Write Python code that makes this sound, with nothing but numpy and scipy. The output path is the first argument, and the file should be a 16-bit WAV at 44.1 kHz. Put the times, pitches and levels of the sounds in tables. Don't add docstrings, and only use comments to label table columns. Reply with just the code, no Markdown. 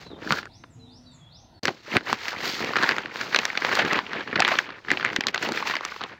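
import sys
import numpy as np
from scipy import signal
from scipy.fft import rfft, irfft
from scipy.io import wavfile
from scipy.ndimage import uniform_filter1d

SR = 44100
rng = np.random.default_rng(int(sys.argv[2]) if len(sys.argv) > 2 else 0)


def to_wav(s):
    ch = np.atleast_2d(s).T
    pcm = np.round(np.clip(ch, -1, 1) * 32767)
    wavfile.write(sys.argv[1], SR, pcm.astype(np.int16))


N = 272979

# (time [s], ring peak [dB], ring pitch [Hz], fall [ms], crack peak [dB re ring peak])
SNAPS = [(.3071, -5.5, 1270, 0.27, -36), (.323, -6, 1270, 0.35, -7), (.3848, -20.5, 1550, 1.1, -23),
         (.4302, -23, 1500, .6, -24), (.4558, -26.5, 1440, 1.3, -6.5), (.6384, -33, 1250, 2.9, -23),
         (1.6335, -28, 5000, 2.4, 8.5), (1.6546, -4, 1730, 1.5, -6.5), (1.6731, -15, 4000, 0.73, -9),
         (1.681, -10, 1590, 2.4, -11), (1.6902, -15.5, 970, 2.3, -29), (1.959, -20, 920, 4.2, -22),
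         (1.968, 0, 1820, 0.55, -13.5), (2.009, -25, 1640, 0.42, -30), (2.129, -1.5, 1156, .74, -9.5),
         (2.256, -19.5, 2190, 0.7, -19), (2.2827, -12, 2140, 0.7, -3.5), (2.33, -20.5, 1030, 1.3, -19),
         (2.646, -15.5, 2300, 1, -8), (2.709, -25, 1560, 4.1, -21), (2.7354, -15, 1240, 0.7, -25),
         (2.7577, -5, 1600, .48, -18), (2.7653, -6, 1660, 0.79, -23), (2.768, -11, 1480, 5.8, -11.5),
         (2.7857, -13, 1550, 8.1, -26), (2.8269, -6.5, 1660, 0.81, -10.5), (2.833, -7.5, 1580, 3, -12),
         (2.8414, -7.5, 1620, 1, -34), (2.883, -19, 1600, 3.5, -22), (2.891, -4.5, 1900, 0.98, -7.5),
         (2.9115, -10.5, 1820, 2.1, -16), (2.9199, -13, 1750, 0.8, -30), (2.9655, -17, 1730, 1.3, -8),
         (2.9837, -9, 1720, 0.27, -13), (3.059, -16.5, 1580, 1.2, -29), (3.1585, -14, 1790, 1, -20),
         (3.213, -15, 1670, 1.2, -9), (3.328, -19.5, 1830, 12, -13), (3.3467, -1, 1520, 1, -17),
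         (3.3612, -2.5, 2570, 2.5, -8), (3.389, -4.5, 2240, 0.79, -6.5), (3.4534, -10, 1790, 1.1, 2.5),
         (3.553, -16, 1350, 1.1, -24), (3.5748, -6.5, 2450, 1.9, -8.5), (3.6217, -13, 1830, 0.85, -31),
         (3.6486, -6.5, 2050, 0.87, -22), (3.6927, -13.5, 1790, .91, -17), (3.7266, -12, 1830, 1.8, -18),
         (3.7323, -14.5, 1410, 4, -29), (3.7536, -14.5, 1550, 0.34, 2.5), (3.7888, -12, 796, 37, -12),
         (3.7947, -8.5, 1540, 8.2, -29), (3.821, -14, 1560, 11, -20), (3.8507, -13.5, 1740, .72, -13),
         (3.9186, -30, 1590, 1.4, -27), (3.932, -12.5, 2530, 2.1, -4.5), (3.959, -21, 1720, 4.1, -19),
         (3.9902, -7, 1010, 0.26, -23), (4.1329, -12, 1660, .43, -17), (4.208, -20, 1460, 4.1, -20),
         (4.2758, -20, 1580, 5, -25), (4.313, -25, 1920, .95, -28), (4.358, -9.5, 1640, 4, -34),
         (4.3957, -7, 1800, 1.1, -30), (4.403, -7, 825, 2.9, -0.5), (4.422, -4, 1760, 1.9, -16),
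         (4.4496, -2.5, 2090, 0.17, -21), (4.479, -6, 1880, 0.6, -10), (4.486, -11, 1810, 10, -12.5),
         (4.5181, -12.5, 890, 12, -20), (4.5545, -15, 2680, 1.5, -23), (4.5881, -6, 1860, 1.9, -11.5),
         (4.7044, -24.5, 1600, 2.7, -34), (4.8487, -30, 1590, 1.3, -33), (4.885, -16.5, 1720, 4.1, -25),
         (4.9046, -10, 1870, 2, -21), (4.9158, -2, 1900, 0.45, -12.5), (4.973, -11.5, 2000, 1.2, -27),
         (4.9982, -18, 1450, .95, -31), (5.0097, -16.5, 1890, 4.3, -30), (5.0285, -13.5, 1530, 0.73, -27),
         (5.0488, -3, 1780, 0.38, -15.5), (5.062, -12.5, 2160, 1.6, -18), (5.1017, -17.5, 2020, 1.9, -26),
         (5.1315, -16.5, 1610, .82, -13), (5.1627, -3.5, 2140, 1.7, -8.5), (5.2084, -10.5, 2280, 0.92, -4),
         (5.238, -17.5, 2140, 2.7, -13), (5.2693, -4.5, 3620, 0.81, -5.5), (5.284, -14, 2310, 4.6, -3),
         (5.3451, -9.5, 1830, 3.1, -8), (5.3593, -14, 1060, 1.1, -25), (5.3783, -12, 3160, 1.2, -16),
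         (5.4269, -15.5, 1960, 2.9, -5), (5.4889, -17.5, 810, 2.9, -1), (5.521, -16.5, 1730, 0.98, -3.5),
         (5.5742, -13, 1760, 4.8, -15), (5.6258, -13.5, 1230, 1.5, -20), (5.6728, -15.5, 2240, 1.7, -8.5),
         (5.7104, -16, 2250, 1.2, -9), (5.7389, -15.5, 1230, 3.7, -20), (5.7542, -13.5, 1940, 2.5, -7.5),
         (5.7671, -11.5, 2070, 0.57, -12.5), (5.8094, -19, 1400, 0.54, -16), (5.8509, -15, 1430, 2.2, 1.5),
         (5.9194, -24.5, 1360, 1.8, -31), (5.9633, -22.5, 1160, 0.98, -20), (6.0095, -20, 1090, 1.4, -23),
         (6.0147, -20.5, 1130, 2.8, -19), (6.0376, -13.5, 2940, 2.1, -11)]
# (frequency [Hz], level per hertz [dB])
FILM_TONE = [(35, -54), (60, -18.5), (124, -8), (222, -2), (389, -1), (666, -7), (1700, -3), (2520, -5),
             (3270, -7), (4420, -4.5), (6900, -17.5), (9350, -43), (10800, -48.5), (13000, -38),
             (16000, -44.5)]
# (time [s], crinkle level [dB], slide level [dB], flap level [dB])
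PULLS = [
    [(.02, -48, -48.5, -50), (.168, -88, -75, -45.5), (.227, -39, -49, -42), (.317, -58, -37.5, -33),
     (.383, -36, -37.5, -40), (.441, -64, -60, -58), (.499, -69, -71, -59)],
    [(1.63, -55, -42, -36.5), (1.684, -41.5, -40, -25.5), (1.716, -56, -51, -41), (1.824, -58, -55.5, -64),
     (1.96, -24.5, -34, -23), (1.99, -51, -51, -41), (2.033, -55, -54, -43)],
    [(2.065, -33.5, -43, -46), (2.1, -26, -34, -35), (2.129, -37, -38.5, -35), (2.165, -40, -46.5, -52),
     (2.292, -32, -34.5, -57), (2.359, -37.5, -47.5, -41.5), (2.46, -30, -29, -33.5),
     (2.536, -40, -35, -43.5), (2.654, -30, -38.5, -31.5), (2.738, -35, -42.5, -37),
     (2.832, -28.5, -36, -30), (2.897, -25.5, -37, -37), (2.955, -35, -43.5, -40),
     (3.091, -40.5, -57, -46.5)],
    [(3.16, -41.5, -43.5, -47.5), (3.207, -31.5, -37, -37), (3.308, -39.5, -42.5, -42.5),
     (3.36, -31.5, -38, -37.5), (3.554, -35.5, -45.5, -50), (3.753, -24.5, -33, -28),
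     (3.849, -28.5, -42.5, -31.5), (3.981, -23.5, -41, -29.5), (4.024, -42.5, -52.5, -49)],
    [(4.2, -31, -48.5, -33.5), (4.236, -42.5, -53, -45.5), (4.384, -33.5, -54, -30.5),
     (4.484, -24, -37.5, -33.5), (4.588, -30.5, -39, -39), (4.655, -39, -50, -54), (4.707, -40, -67, -40),
     (4.85, -57, -57, -60.5)],
    [(4.915, -25, -43, -34.5), (4.991, -44, -48, -40), (5.059, -26, -52, -36), (5.15, -44.5, -48.5, -39),
     (5.256, -41, -59, -44), (5.285, -40, -39, -42), (5.322, -46, -59, -51), (5.35, -34.5, -53, -38),
     (5.406, -41, -46.5, -53)],
    [(5.432, -25.5, -33, -31), (5.511, -38, -47, -31.5), (5.581, -30, -33.5, -40), (5.641, -35.5, -47, -36),
     (5.677, -26.5, -31.5, -41), (5.805, -41.5, -53.5, -55), (5.861, -37, -46, -65), (5.992, -44, -46, -67),
     (6.046, -34, -60, -46.5), (6.072, -47, -51, -59), (6.12, -40.5, -57, -48), (6.18, -54, -68, -70)],
]
# (centre [Hz], level in the patch mix [dB])
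PATCHES = [(900, -5), (1300, -2.8), (1900, 0.7), (2700, -4.5)]
# (time [s], peak [dB], pitch [Hz], time to fall 60 dB [s], held to 0.01-0.05 s)
THUMPS = [(0.133, -29.5, 332, 0.0081), (.308, -26, 170, .025), (0.322, -23.5, 167, 0.024),
          (1.963, -29, 110, 0.025), (2.128, -27, 216, 0.027), (4.4, -36, 110, 0.027),
          (5.187, -20, 270, 0.012), (5.518, -24, 304, 0.017)]
# (time [s], length [s], top pitch [Hz], level [dB])
RISERS = [(0.483, 0.1, 6300, -57), (0.853, 0.14, 5970, -57), (1.276, 0.13, 6250, -56.5)]
# (time [s], length [s], from [Hz], to [Hz], level [dB])
SAGS = [(0.036, .14, 4120, 3550, -54), (.065, 0.095, 4410, 3050, -53), (0.512, .06, 3800, 3320, -63),
        (0.555, .14, 4200, 3350, -70), (0.792, 0.15, 4090, 3500, -57), (1.033, 0.12, 4520, 4520, -61),
        (1.052, 0.11, 4070, 3420, -57.5), (1.106, .05, 3950, 4220, -58), (1.184, 0.12, 3430, 3300, -58),
        (1.307, .1, 3690, 3420, -61), (1.345, 0.056, 4270, 3100, -58), (1.539, 0.063, 4500, 4300, -61)]
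# (time [s], level [dB])
SEEPS = [(.703, -68.5), (1.112, -63.5)]
# (frequency [Hz], level per hertz [dB])
RUMBLE_TONE = [(18, -27), (30, -24), (100, -3), (252, -12), (295, -14.5), (461, -23), (780, -17.5),
               (1100, -25.5), (1860, -32), (2750, -33.5), (3980, -32.5), (6720, -45.5), (16000, -66)]
# (time [s], length [s], pitch [Hz], mean level [dB])
HUM = [(0, 2.4, 97, -66), (.75, .5, 250, -54), (0.767, 0.23, 450, -59.5), (0.927, 0.86, 1400, -79)]

GAP_START_S, GAP_END_S, STILL_S = 1.596, 1.629, 0.5

RISE_MS, RISE_PER_FALL = 0.35, 0.22
THUD_DB, THUD_GROWTH = -25, 0.53
BITE_DB, BITE_GROWTH = -3.5, 0.74

SMALL_PER_S, SMALL_HZ, SMALL_FALL_MS, SMALL_CRACK_DB = 45, 1630, 1.33, -20.5
SMALL_DB, SMALL_SPREAD_DB = 5, 9.5

HISS_DB, HISS_GROWTH = -13.5, 1.225
RASP_START_S, RASP_END_S, RASP_HZ, RASP_DB = 0.24, 0.48, 1500, -43

RISER_HZ, RISER_CLIMB = 3060, 0.94
SEEP_S, SEEP_FROM_HZ, SEEP_TO_HZ = 0.052, 7820, 6330
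RISER_ECHO_DB, SAG_ECHO_DB, SEEP_ECHO_DB = 4.5, -5, 6
FADE_IN = 0.38
TREES_T60_S = 0.38

RUMBLE_DB, SECOND_SHOT_DB = -51.5, -8
CEILING, TOP_HZ = 0.85, 15800


def snaps():
    out = np.zeros(N)
    t_ms = np.arange(-400, 1800) * 1000 / SR
    film = response(FILM_TONE)
    s, db, hz, fall_ms, crack_db = np.concatenate([SNAPS, small_snaps()]).T[..., None]
    noise = rng.standard_normal((len(s), 2, len(t_ms)))
    fall_ms = np.maximum(fall_ms, 0.2)
    rise_ms = np.minimum(RISE_MS + RISE_PER_FALL * fall_ms, 3)
    push = np.exp(np.where(t_ms < 0, t_ms / rise_ms, -1.2 * t_ms / fall_ms))
    after = t_ms > 0

    shake = colour(noise[:, 0] * (push + 0.1 * after * np.exp(-t_ms / 9.6)), film)
    patch = np.array([band(x, f / 1.314, f * 1.234) for x, f in zip(shake, hz[:, 0])])
    ring = peak1(patch) + 1.42 * peak1(band(shake, 664, 3190))
    heave = colour(noise[:, 1] * (push + 0.43 * after * np.exp(-t_ms / 7.7)), film)
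    thud = band(heave, 123, 750)
    sharp_push = push ** np.where(t_ms < 0, 4, 1.7)
    crack = band(colour(noise[:, 0] * sharp_push, film), 5700, 21700)
    bite = band(colour(noise[:, 1] * push ** 3.2, film), 3060, 6900)

    bite_db = BITE_DB + BITE_GROWTH * crack_db
    snap = peak1(ring) + undb(bite_db) * peak1(bite) + undb(crack_db) * peak1(crack)
    sound = undb(db) * snap + undb(THUD_DB + THUD_GROWTH * db) * peak1(thud)
    for start, x in zip(s[:, 0], sound):
        add(out, start + t_ms[0] / 1000, x)
    return out


def small_snaps():
    s, size, pitch, fall, edge = rng.random((int(SMALL_PER_S * N / SR), 5)).T
    s = 0.05 + s * (N / SR - 0.1)
    resting = (s > STILL_S) & (s < GAP_END_S)
    db = pull_db(s)[0] + SMALL_DB + SMALL_SPREAD_DB * (size - 0.5) - 80 * resting
    hz = SMALL_HZ * 2 ** (pitch - 0.5)
    fall_ms = SMALL_FALL_MS * 4 ** (fall - 0.5)
    crack_db = SMALL_CRACK_DB + 20 * (edge - 0.5)
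    return np.transpose([s, db, hz, fall_ms, crack_db])


def rustle():
    t = np.arange(N) / SR
    moving = (t < STILL_S) | (t > GAP_END_S)
    crinkle_db, slide_db, flap_db = pull_db(t)
    hiss_db = HISS_DB + HISS_GROWTH * slide_db
    coarse = crackle(700, 1.85, 0.015)
    fine = crackle(2500, 2.0, 0.016)
    surge = walk(60)
    smooth = coarse + 0.91 * fine

    patches = 0
    for hz, db in PATCHES:
        patches = patches + level(band(crackle(220, 4.23, 0.017), hz / 1.15, hz * 1.215), db)
    buckles = level(band(coarse, 575, 2600), 0.1) + 0.66 * patches
    crinkle = level(buckles, -0.72) * undb(crinkle_db + 0.61 * surge)
    slack = band(crackle(300, 2.6, 0.026), 76, 735)
    flap = level(slack, -0.67) * undb(flap_db + 0.32 * surge)
    slide = level(band(smooth, 1870, 12000), 0.17) * undb(slide_db + 0.52 * surge)
    top = band(band(smooth, 12800, 18000), 12800, 18000)
    hiss = level(top, 1.1) * undb(hiss_db + 0.9 * surge)
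    return moving * (crinkle + flap + slide + hiss)


def pull_db(t):
    s, *columns = np.concatenate(PULLS).T
    return [np.interp(t, s, c) for c in columns]


def crackle(rate, scatter_db, tail_s):
    pops = (rng.random(N) < rate / SR) * undb(scatter_db * rng.exponential(size=N))
    shake = signal.lfilter([1], [1, -np.exp(-np.log(1000) / (tail_s * SR))], pops)
    return colour(shake * rng.standard_normal(N), response(FILM_TONE))


def rasp():
    t = np.arange(N) / SR
    u = np.clip((t - RASP_START_S) / (RASP_END_S - RASP_START_S), 0, 1)
    lo_hz, hi_hz = RASP_HZ / 1.2, RASP_HZ * 1.17
    ticks = band(band(crackle(450, 4.3, 0.0038), lo_hz, hi_hz), lo_hz, hi_hz)
    drag = np.abs(np.sin(np.pi * u)) ** 0.4 * (u < 1)
    return level(ticks, RASP_DB) * drag * undb(4.3 * walk(35.4))


def thumps():
    out = np.zeros(N)
    t = np.arange(3000) / SR
    for s, db, hz, t60_s in THUMPS:
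        envelope = t * np.exp(-np.log(1000) * t / np.clip(t60_s, 0.01, 0.05))
        add(out, s, undb(db) * peak1(np.sin(2 * np.pi * hz * t) * envelope))
    return out


def birds():
    near, far = np.zeros(N), np.zeros(N)
    warble = 1 + 0.01 * walk(200)
    notes = [(s, length, RISER_HZ, top_hz, db, RISER_ECHO_DB, RISER_CLIMB)
             for s, length, top_hz, db in RISERS]
    notes += [(*row, SAG_ECHO_DB, 1) for row in SAGS]
    notes += [(s, SEEP_S, SEEP_FROM_HZ, SEEP_TO_HZ, db, SEEP_ECHO_DB, 1) for s, db in SEEPS]
    for s, length, from_hz, to_hz, db, echo_db, glide in notes:
        u = np.linspace(0, 1, int(length * SR))
        pitch = from_hz + (to_hz - from_hz) * np.minimum(u / glide, 1)
        pitch = pitch * warble[int(s * SR):][:len(u)]
        envelope = np.sin(np.pi * u) ** 0.26 * u ** (FADE_IN * (to_hz > from_hz))
        note = undb(db) * envelope * np.sin(2 * np.pi * np.cumsum(pitch) / SR)
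        add(near, s, note)
        add(far, s, undb(echo_db) * note)
    t = np.arange(SR // 2) / SR
    echo = rng.standard_normal(len(t)) * np.exp(-np.log(1000) * t / TREES_T60_S)
    echo = echo / np.sqrt(np.sum(echo ** 2))
    return near * undb(2.3 * walk(83)) + signal.fftconvolve(far, echo)[:N]


def garden():
    air = colour(rng.standard_normal(N), response(RUMBLE_TONE, size=4096))
    swell = walk(1.0)
    out = 0
    for hz in 30 * 2 ** np.arange(0, 9, 0.5):
        out = out + undb(1.0 * swell + 1.1 * walk(8)) * band(air, hz / 1.09, hz * 1.54)
    second_shot = np.arange(N) > GAP_END_S * SR
    out = level(out, RUMBLE_DB) * undb(SECOND_SHOT_DB * second_shot)
    for s, length, hz, db in HUM:
        n = int(length * SR)
        pitch = hz * (1 + 0.0055 * walk(10)[:n])
        loudness = undb(db + 3.9 * walk(10)[:n]) * np.hanning(n) ** 0.21
        add(out, s, loudness * np.sin(2 * np.pi * np.cumsum(pitch) / SR))
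    return out


def undb(db):
    return 10 ** (np.asarray(db) / 20)


def level(x, db):
    return x * undb(db) / np.sqrt(np.mean(x ** 2))


def peak1(x):
    return x / np.max(np.abs(x), axis=-1, keepdims=True)


def band(x, lo_hz, hi_hz):
    return signal.sosfilt(signal.butter(2, [lo_hz, hi_hz], "bandpass", fs=SR, output="sos"), x)


def response(points, size=2048):
    hz, db = np.transpose(points)
    bin_hz = np.arange(size // 2 + 1) * SR / size
    log_gain = np.interp(np.log(bin_hz + 1), np.log(hz), db) * np.log(10) / 20
    c = irfft(log_gain)
    c[1:size // 2] *= 2
    c[size // 2 + 1:] = 0
    return irfft(np.exp(rfft(c)))


def colour(x, h):
    return signal.fftconvolve(np.atleast_2d(x), h[None], axes=1)[:, :x.shape[-1]].reshape(x.shape)


def walk(rate):
    k = int(SR / rate)
    steps = np.repeat(rng.standard_normal(N // k + 1), k)
    return 1.38 * uniform_filter1d(uniform_filter1d(steps, k), k)[:N]


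def add(out, s, x):
    i = int(s * SR)
    out[i:i + len(x)] += x[:len(out) - i]


def scene():
    return (snaps() + thumps() + rustle() + rasp() + birds() + garden())[None]


def record(dry):
    t = np.arange(N) / SR
    outside_gap_s = np.maximum(GAP_START_S - t, t - GAP_END_S)
    joined = dry * np.clip(outside_gap_s / 0.002, 0.02, 1)
    rounded = joined / (1 + (joined / CEILING) ** 4) ** 0.25
    return signal.sosfilt(signal.ellip(8, 0.2, 60, TOP_HZ, fs=SR, output="sos"), rounded)


dry = scene()
out = record(dry)
to_wav(out)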